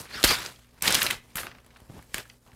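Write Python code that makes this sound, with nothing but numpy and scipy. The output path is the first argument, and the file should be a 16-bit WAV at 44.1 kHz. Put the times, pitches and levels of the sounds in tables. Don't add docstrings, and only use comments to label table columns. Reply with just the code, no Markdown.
import sys
import numpy as np
from scipy import signal
from scipy.fft import rfft, irfft
from scipy.io import wavfile
from scipy.ndimage import uniform_filter1d

SR = 44100
rng = np.random.default_rng(int(sys.argv[2]) if len(sys.argv) > 2 else 0)


def natural_amplitude(level_db):
    exponent = np.asarray(level_db, float) / 20
    return 10 ** exponent


def unload_wav(signal):
    wavfile.write(
        sys.argv[1],
        SR,
        np.round(np.clip(np.atleast_2d(signal).T, -1, 1) * 32767).astype(np.int16),
    )


N = 112454
TIME = np.arange(N) / SR
SPLIT_HZ = 5500


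def read(points, hz):
    f, value = np.transpose(points)
    return np.interp(np.log(hz + 1), np.log(f + 1), value)


def evened(x):
    return x / np.sqrt(np.mean(x ** 2) + 1e-20)


def add(mix, s, sound):
    part = mix[max(round(s * SR), 0):][:len(sound)]
    part += sound[:len(part)]


def band(x, lo_hz, hi_hz, order=2):
    edges = np.clip([lo_hz, hi_hz], .1, SR / 2.2)
    return signal.sosfilt(signal.butter(order, edges, "band", fs=SR, output="sos"), x)


def split(x, hz, kind):
    return signal.sosfiltfilt(signal.butter(2, hz, kind, fs=SR, output="sos"), x)


def colour(x, points):
    return irfft(rfft(x) * natural_amplitude(read(points, np.fft.rfftfreq(len(x), 1 / SR))), len(x))


def slow(rate_hz):
    return evened(band(rng.standard_normal(N), rate_hz / 8, rate_hz, order=1))


def envelope(s, level_db):
    return natural_amplitude(np.interp(TIME, s, level_db, -150, -150))


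# (frequency [Hz], level [dB])
HUM_LINES = [(59.2, -63.5), (118.4, -64.5), (242.2, -68.5)]
# (frequency [Hz], density [dB per Hz])
AIR_SPECTRUM = [(12, -54.5), (20, -3), (79, -10.5), (262, -13.5), (301, -18), (542, -17.5), (624, -20.5),
                (8650, -48), (16000, -26)]


def background():
    hum = np.zeros(N)
    for hz, level_db in HUM_LINES:
        level = np.sqrt(2) * natural_amplitude(level_db + 1.5 * slow(9.0))
        hum += level * np.sin(2 * np.pi * hz * TIME + .5 * slow(2.9))
    air = evened(colour(rng.standard_normal(N), AIR_SPECTRUM))
    return hum + natural_amplitude(-60 + 1.5 * slow(2.1)) * air


def creases():
    grains_per_s, spread_db, decay_turns = 5000, 2.5, 2.4
    size = natural_amplitude(spread_db * np.minimum(rng.exponential(1, N), 5))
    size *= rng.random(N) < grains_per_s / SR
    kind = rng.integers(0, 24, N)
    out = np.zeros(N)
    for k, hz in enumerate(np.geomspace(400, 15000, 24)):
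        turns = np.arange(600) / SR * hz
        tap = np.sin(2 * np.pi * turns) * turns * np.exp(-2 * turns / decay_turns)
        tap *= np.sqrt(hz) / np.linalg.norm(tap)
        out += signal.oaconvolve(size * (kind == k), tap)[:N]
    return evened(out)


def swish():
    _, _, z = signal.stft(rng.standard_normal(N), SR, nperseg=256)
    patches = uniform_filter1d(rng.standard_normal(z.shape), size=2, axis=0)
    patches = evened(uniform_filter1d(patches, size=10, axis=1))
    patchy_db = 2.2
    return evened(signal.istft(z * natural_amplitude(patchy_db * patches), SR, nperseg=256)[1][:N])


# (time [s], rustle level [dB], brightness [dB], fold size [dB])
HANDLINGS = [
    [(0, -43, 2, 3.5), (.04, -48.5, -1.5, 9), (.08, -50, -14, -5), (.14, -36.5, -15, -4),
     (.236, -39.5, -5.5, -2)],
    [(.243, -13, 2, 4), (.26, -21.5, -7, -8), (.28, -22, -9.5, -13.5), (.31, -20, -9.5, -0.5),
     (.38, -33, -10, -4.5), (.48, -39.5, -8.5, 0), (.55, -57, -4, 1.5), (.7, -63.5, -5.5, -3),
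     (.817, -59.5, -7, 8)],
    [(.824, -31.5, -6, -4), (.86, -26.5, -4.5, -0.5), (.9, -22, -13.5, -4), (.98, -25, -10, -5.5),
     (1.01, -31.5, -2.5, -4), (1.05, -27.5, -4.5, 0), (1.09, -33, -10, -1), (1.13, -32, -10.5, -2),
     (1.21, -67, -1, 10)],
    [(1.352, -56, -8, -1), (1.358, -42, -12.5, 1.5), (1.4, -35.5, -2.5, -1.5), (1.44, -44, -9.5, 3),
     (1.48, -45.5, -16.5, 7), (1.53, -57.5, -14, 5), (1.62, -64.5, -5, 10.5), (1.75, -61, -8, 8.5),
     (1.88, -65, -2, 11)],
    [(1.92, -74.5, 12.5, -1), (2.02, -61, -4, 2), (2.09, -65.5, 2, -0.5), (2.12, -57, -4, 7.5),
     (2.14, -52.5, -1, -14)],
    [(2.147, -39, -2.5, -6.5), (2.2, -38.5, -9.5, 5), (2.25, -65.5, 2, -3), (2.32, -65, 1, 7.5),
     (2.4, -71.5, 3, 3), (2.45, -67, 3, 8.5), (2.5, -64.5, -3.5, 16.5), (2.55, -66, -1, 12)],
]
# (frequency [Hz], density [dB per Hz])
RUSTLE_SPECTRUM = [(25, -11), (60, 3.5), (200, 0), (700, -4), (1400, -2.5), (4800, -6.5), (5800, -9.5),
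                   (16000, -10.5)]


def rustle():
    s, level_db, bright_db, fold_db = np.concatenate([np.array(m) for m in HANDLINGS]).T
    both = colour(creases() + natural_amplitude(3.5) * swish(), RUSTLE_SPECTRUM)
    high = split(both, SPLIT_HZ, "high")
    deep = split(both, 1100, "low")
    bass = split(both, 350, "low")
    shine = natural_amplitude(np.interp(TIME, s, bright_db) + 6.5)
    folds = natural_amplitude(np.interp(TIME, s, fold_db))
    level_db = np.interp(TIME, s, level_db)
    bass_follow, pivot_db = 0.78, -33.5
    bass_db = np.minimum(level_db, pivot_db + bass_follow * (level_db - pivot_db))
    flicker_db = 1.5 * slow(60)
    crisp = both - deep - high + shine * high + folds * (deep - bass)
    crisp *= natural_amplitude(level_db + flicker_db)
    return (crisp + natural_amplitude(bass_db) * np.sqrt(folds) * bass) / both.std()


# (time [s], peak level [dB], pitch [Hz])
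AIR_PUSHES = [(.005, -36, 211), (0.156, -37.5, 125), (0.2403, -10.5, 605), (0.2445, -18.5, 74),
              (0.309, -39, 207), (.83, -36, 150), (0.864, -37, 150), (1.079, -47, 50), (1.152, -40, 45),
              (1.355, -37, 50), (1.357, -33, 259), (1.4696, -34, 640), (1.665, -50.5, 100),
              (1.819, -44, 111), (1.899, -33.5, 201), (1.968, -57, 62), (2.142, -39, 51),
              (2.145, -28.5, 450), (2.532, -46, 130)]


def pushes():
    decay_turns, gain_db = 0.47, 4
    out = np.zeros(N)
    for s, peak_db, pitch_hz in AIR_PUSHES:
        turns = np.arange(4000) / SR * pitch_hz
        fade = np.exp(-(turns / decay_turns) ** 0.45)
        add(out, s, -natural_amplitude(peak_db + gain_db) * np.sin(2 * np.pi * turns ** 0.589) * fade)
    return out


def crack(peak_db, pitch_hz, bright_db, length_ms):
    slips_per_ms, q, rise_share = 4.6, 1.315, .08
    t_ms = np.arange(1500) * 1000 / SR
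    slipping = rng.random(1500) < slips_per_ms * 1000 / SR
    slips = rng.standard_normal(1500) * (0.14 + slipping)
    slips *= np.minimum(t_ms / (rise_share * length_ms), 1)
    slips *= np.exp(-(t_ms / length_ms) ** 0.99)

    def part(level_db, lo_hz, hi_hz):
        v = band(slips, lo_hz, hi_hz)
        return natural_amplitude(level_db) * v / abs(v).max()

    half = pitch_hz / q / 2
    ring = part(0, pitch_hz - half, pitch_hz + half)
    wide = part(-1, pitch_hz / 2.5, pitch_hz * 2)
    spray = part(bright_db + 22, SPLIT_HZ, 16500)
    thud = part(-17.5, 120, 900)
    return natural_amplitude(peak_db - 3.5) * (ring + wide + spray + thud)


# (time [s], peak level [dB],
# pitch [Hz], brightness [dB], length [ms])
SNAPS_AND_TICKS = [(0.2299, -11.5, 5100, -26, 0.65), (0.2394, 0.5, 3880, -19.5, 2.1),
                   (0.2455, -19, 2620, -21.5, 1.5), (0.2673, -14.5, 2980, -14.5, 3), (0.298, -17, 4570, -19, 2.5),
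                   (0.307, -19, 1350, -10.5, 4.8), (0.4605, -20.5, 3930, -30.5, 1.8),
                   (0.8215, -25.5, 2670, -14, 1.2), (0.8228, -22, 2640, -2.5, 0.92),
                   (0.8445, -27.5, 5400, -10, 2.1), (0.8539, -18, 2000, -26.5, 3.1), (0.875, -8.5, 3280, -21, 2.8),
                   (0.8776, -5.5, 3560, -34.5, 1.6), (0.881, -9.5, 3500, -13.5, 3.5),
                   (0.9054, -19, 2380, -6.5, 3.5), (0.9243, -10.5, 7500, -18, 1.16),
                   (0.9455, -3.5, 3600, -11.5, 0.81), (0.9498, -27, 5000, 7, .5), (0.952, -4.5, 3970, -22.5, 2.4),
                   (.9555, -15.5, 4200, -11, 1.7), (0.964, -18, 4070, -27, 1.17), (.991, -18, 1820, -30.5, 1.6),
                   (1.0125, -21, 2300, -15.5, 4.4), (1.0175, -10.5, 2680, -34.5, 2.9),
                   (1.0203, -10, 3000, -30, 3.2), (1.0294, -16.5, 3230, -3.5, 1.3), (1.0651, -9, 3440, -15.5, 2),
                   (1.0693, -16.5, 2730, -40.5, 1.634), (1.103, -19, 2000, -14, 3), (1.1071, -14.5, 2930, -19, 2.6),
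                   (1.1095, -13.5, 2630, -12.5, 2), (1.3562, -22, 1730, -9.5, 1.3),
                   (1.3695, -24.5, 1630, -7.5, 4.1), (1.3807, -20.5, 1800, -24, 8.9),
                   (2.1437, -21.5, 2020, -6.5, 1.3), (2.1814, -21, 2500, -13.5, 1),
                   (.110, -34.5, 1440, -30, 4), (0.5595, -44, 3500, -42, 2), (.645, -50.5, 2503, -16, 5),
                  (.777, -52, 1760, -37, 6.3), (0.8084, -40, 3000, -58, 2), (1.432, -25, 1310, -42, 4.2),
                  (1.468, -26, 1920, -21, 1.2), (1.514, -37, 1790, -37.5, 5.6),
                  (1.5494, -40.5, 2230, -31, 3.2), (1.5842, -43.5, 1890, -44, 4.5),
                  (1.646, -48, 1846, -12, 0.91), (1.663, -46.5, 3060, -9.5, 3.1),
                  (1.705, -47, 2240, -37, 6.4), (1.7601, -43.5, 1470, -35, 5.9),
                  (1.769, -47, 4770, -38, 1.8), (1.803, -47, 3000, -9, 2), (1.8976, -58, 965, -12, 4.9),
                  (1.9782, -53, 1480, -7, 4), (1.9913, -40, 1090, -35, 6.3),
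                  (2.0256, -46, 1700, -11.5, 2.9), (2.254, -44, 1290, -27, 3),
                  (2.2986, -36.5, 2860, -36, 2.8), (2.464, -49, 976, -18, 2.3), (2.475, -47, 2680, -55, 2),
                  (2.484, -51, 900, -37, 3), (2.5166, -44, 2280, -48, 3.2), (2.531, -52, 1500, -30, 2.7),
                  (2.143, -17, 1820, -48.5, 2.1)]


def cracks():
    out = np.zeros(N)
    for s, *row in SNAPS_AND_TICKS:
        add(out, s, crack(*row))
    return out


# (frequency [Hz], time to fall 60 dB [s])
REVERBERATION = [(200, 0.24), (3000, 0.29), (15000, 0.16)]


def room():
    first_s, spacing = .002, 12
    taps = np.zeros(SR // 2)
    at = np.arange(round(first_s * SR), SR // 2 - 20, spacing)
    taps[at + rng.integers(0, spacing, len(at))] = rng.choice([-1., 1.], len(at))
    hz, t, z = signal.stft(taps, SR, nperseg=128)
    decay_db = -60 * t / read(REVERBERATION, hz)[:, None]
    tail = signal.istft(z * natural_amplitude(decay_db), SR, nperseg=128)[1]
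    return tail / np.linalg.norm(tail)


def resonate(x, hz, width_hz):
    turn = np.exp(2j * np.pi * np.cumsum(hz) / SR)
    r = np.exp(-np.pi * width_hz / SR)
    return 2 * (turn * signal.lfilter([1 - r], [1, -r], x / turn)).real


def squeal(table, parts):
    s, hz, level_db = np.transpose(table)
    pitch = np.interp(TIME, s, hz)
    slips = rng.standard_normal(N) * natural_amplitude(slow(150))
    tone = np.zeros(N)
    for ratio, db, width_hz in parts:
        once = resonate(slips, pitch * ratio, width_hz)
        tone += natural_amplitude(db) * evened(resonate(once, pitch * ratio, width_hz))
    return tone * envelope(s, level_db)


# (time [s], pitch [Hz], level [dB])
WHISTLE_GLIDE = [
    (.11, 4430, -65),
    (.135, 4560, -44),
    (.17, 5700, -45),
    (.225, 5240, -56),
    (.27, 5000, -29.5),
    (.3, 4900, -27),
    (.345, 5000, -33),
    (.37, 4700, -44),
]


def whistle():
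    return squeal(WHISTLE_GLIDE, [(0.94, 0, 750)])


# (time [s], pitch [Hz], level [dB])
SQUEAK_GLIDE = [
    (.131, 1760, -66),
    (.134, 1740, -47.5),
    (.165, 1700, -37.5),
    (.18, 1510, -38.5),
    (.205, 1300, -42),
    (.235, 1240, -44),
]
# (pitch ratio [1], level [dB], width [Hz])
SQUEAK_MODES = [(1, 0, 520), (2.1, -8, 1400)]


def squeak():
    return squeal(SQUEAK_GLIDE, SQUEAK_MODES)


# (time [s], pitch [Hz], level [dB])
FLAP_GLIDE = [
    (.29, 1220, -36.5),
    (.315, 1330, -37),
    (.385, 1450, -43.5),
    (.43, 1490, -61),
]
# (pitch ratio [1], level [dB], width [Hz])
FLAP_MODES = [(1, 0, 250), (1.6, -2, 300), (2.6, 0, 400)]


def flap():
    return squeal(FLAP_GLIDE, FLAP_MODES)


# (time [s], pitch [Hz], level [dB])
EDGE_GLIDE = [
    (1.354, 12600, -70),
    (1.3555, 12970, -29.5),
    (1.385, 12600, -39),
    (1.46, 12000, -49),
]


def fizz():
    return squeal(EDGE_GLIDE, [(1, 0.0074, 4000)])


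# (time [s], level [dB])
SLUMP_LEVEL = [
    (1.872, -64),
    (1.9, -50),
    (1.98, -45),
    (2.05, -69),
    (2.1, -58),
]


def slump():
    lumps = band(rng.standard_normal(N) * natural_amplitude(2 * slow(103)), 60, 1400, order=1)
    lumps = evened(colour(lumps, [(100, 2.5), (1500, -18.5)]))
    return lumps * envelope(*np.transpose(SLUMP_LEVEL))


def scene():
    film = rustle() + pushes() + whistle() + squeak() + flap() + fizz() + slump()
    hits = cracks()
    echoes = signal.fftconvolve(hits, room())[:N]
    return (background() + film + hits + natural_amplitude(-12) * echoes)[None]


def roll_off(x):
    return signal.sosfilt(signal.butter(12, 16000, fs=SR, output="sos"), x)


def record(dry):
    clip = 1.6
    x = band(clip * np.tanh(dry / clip), 35, 12000)
    x = signal.sosfilt(signal.butter(14, 15700, fs=SR, output="sos"), x)
    threshold_db, width_db, depth_db, close_db_per_s = -53, 9.5, 6.5, 158
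    power_db = 10 * np.log10(abs(uniform_filter1d(x[0] ** 2, 400)) + 1e-12)
    fall_db = TIME * close_db_per_s
    held_db = np.maximum.accumulate(power_db + fall_db) - fall_db
    x = x * natural_amplitude(depth_db * np.clip((held_db - threshold_db) / width_db, -1, 0))
    mix = np.clip(x, -1, 1)
    return roll_off(mix)


dry = scene()
out = record(dry)
unload_wav(out)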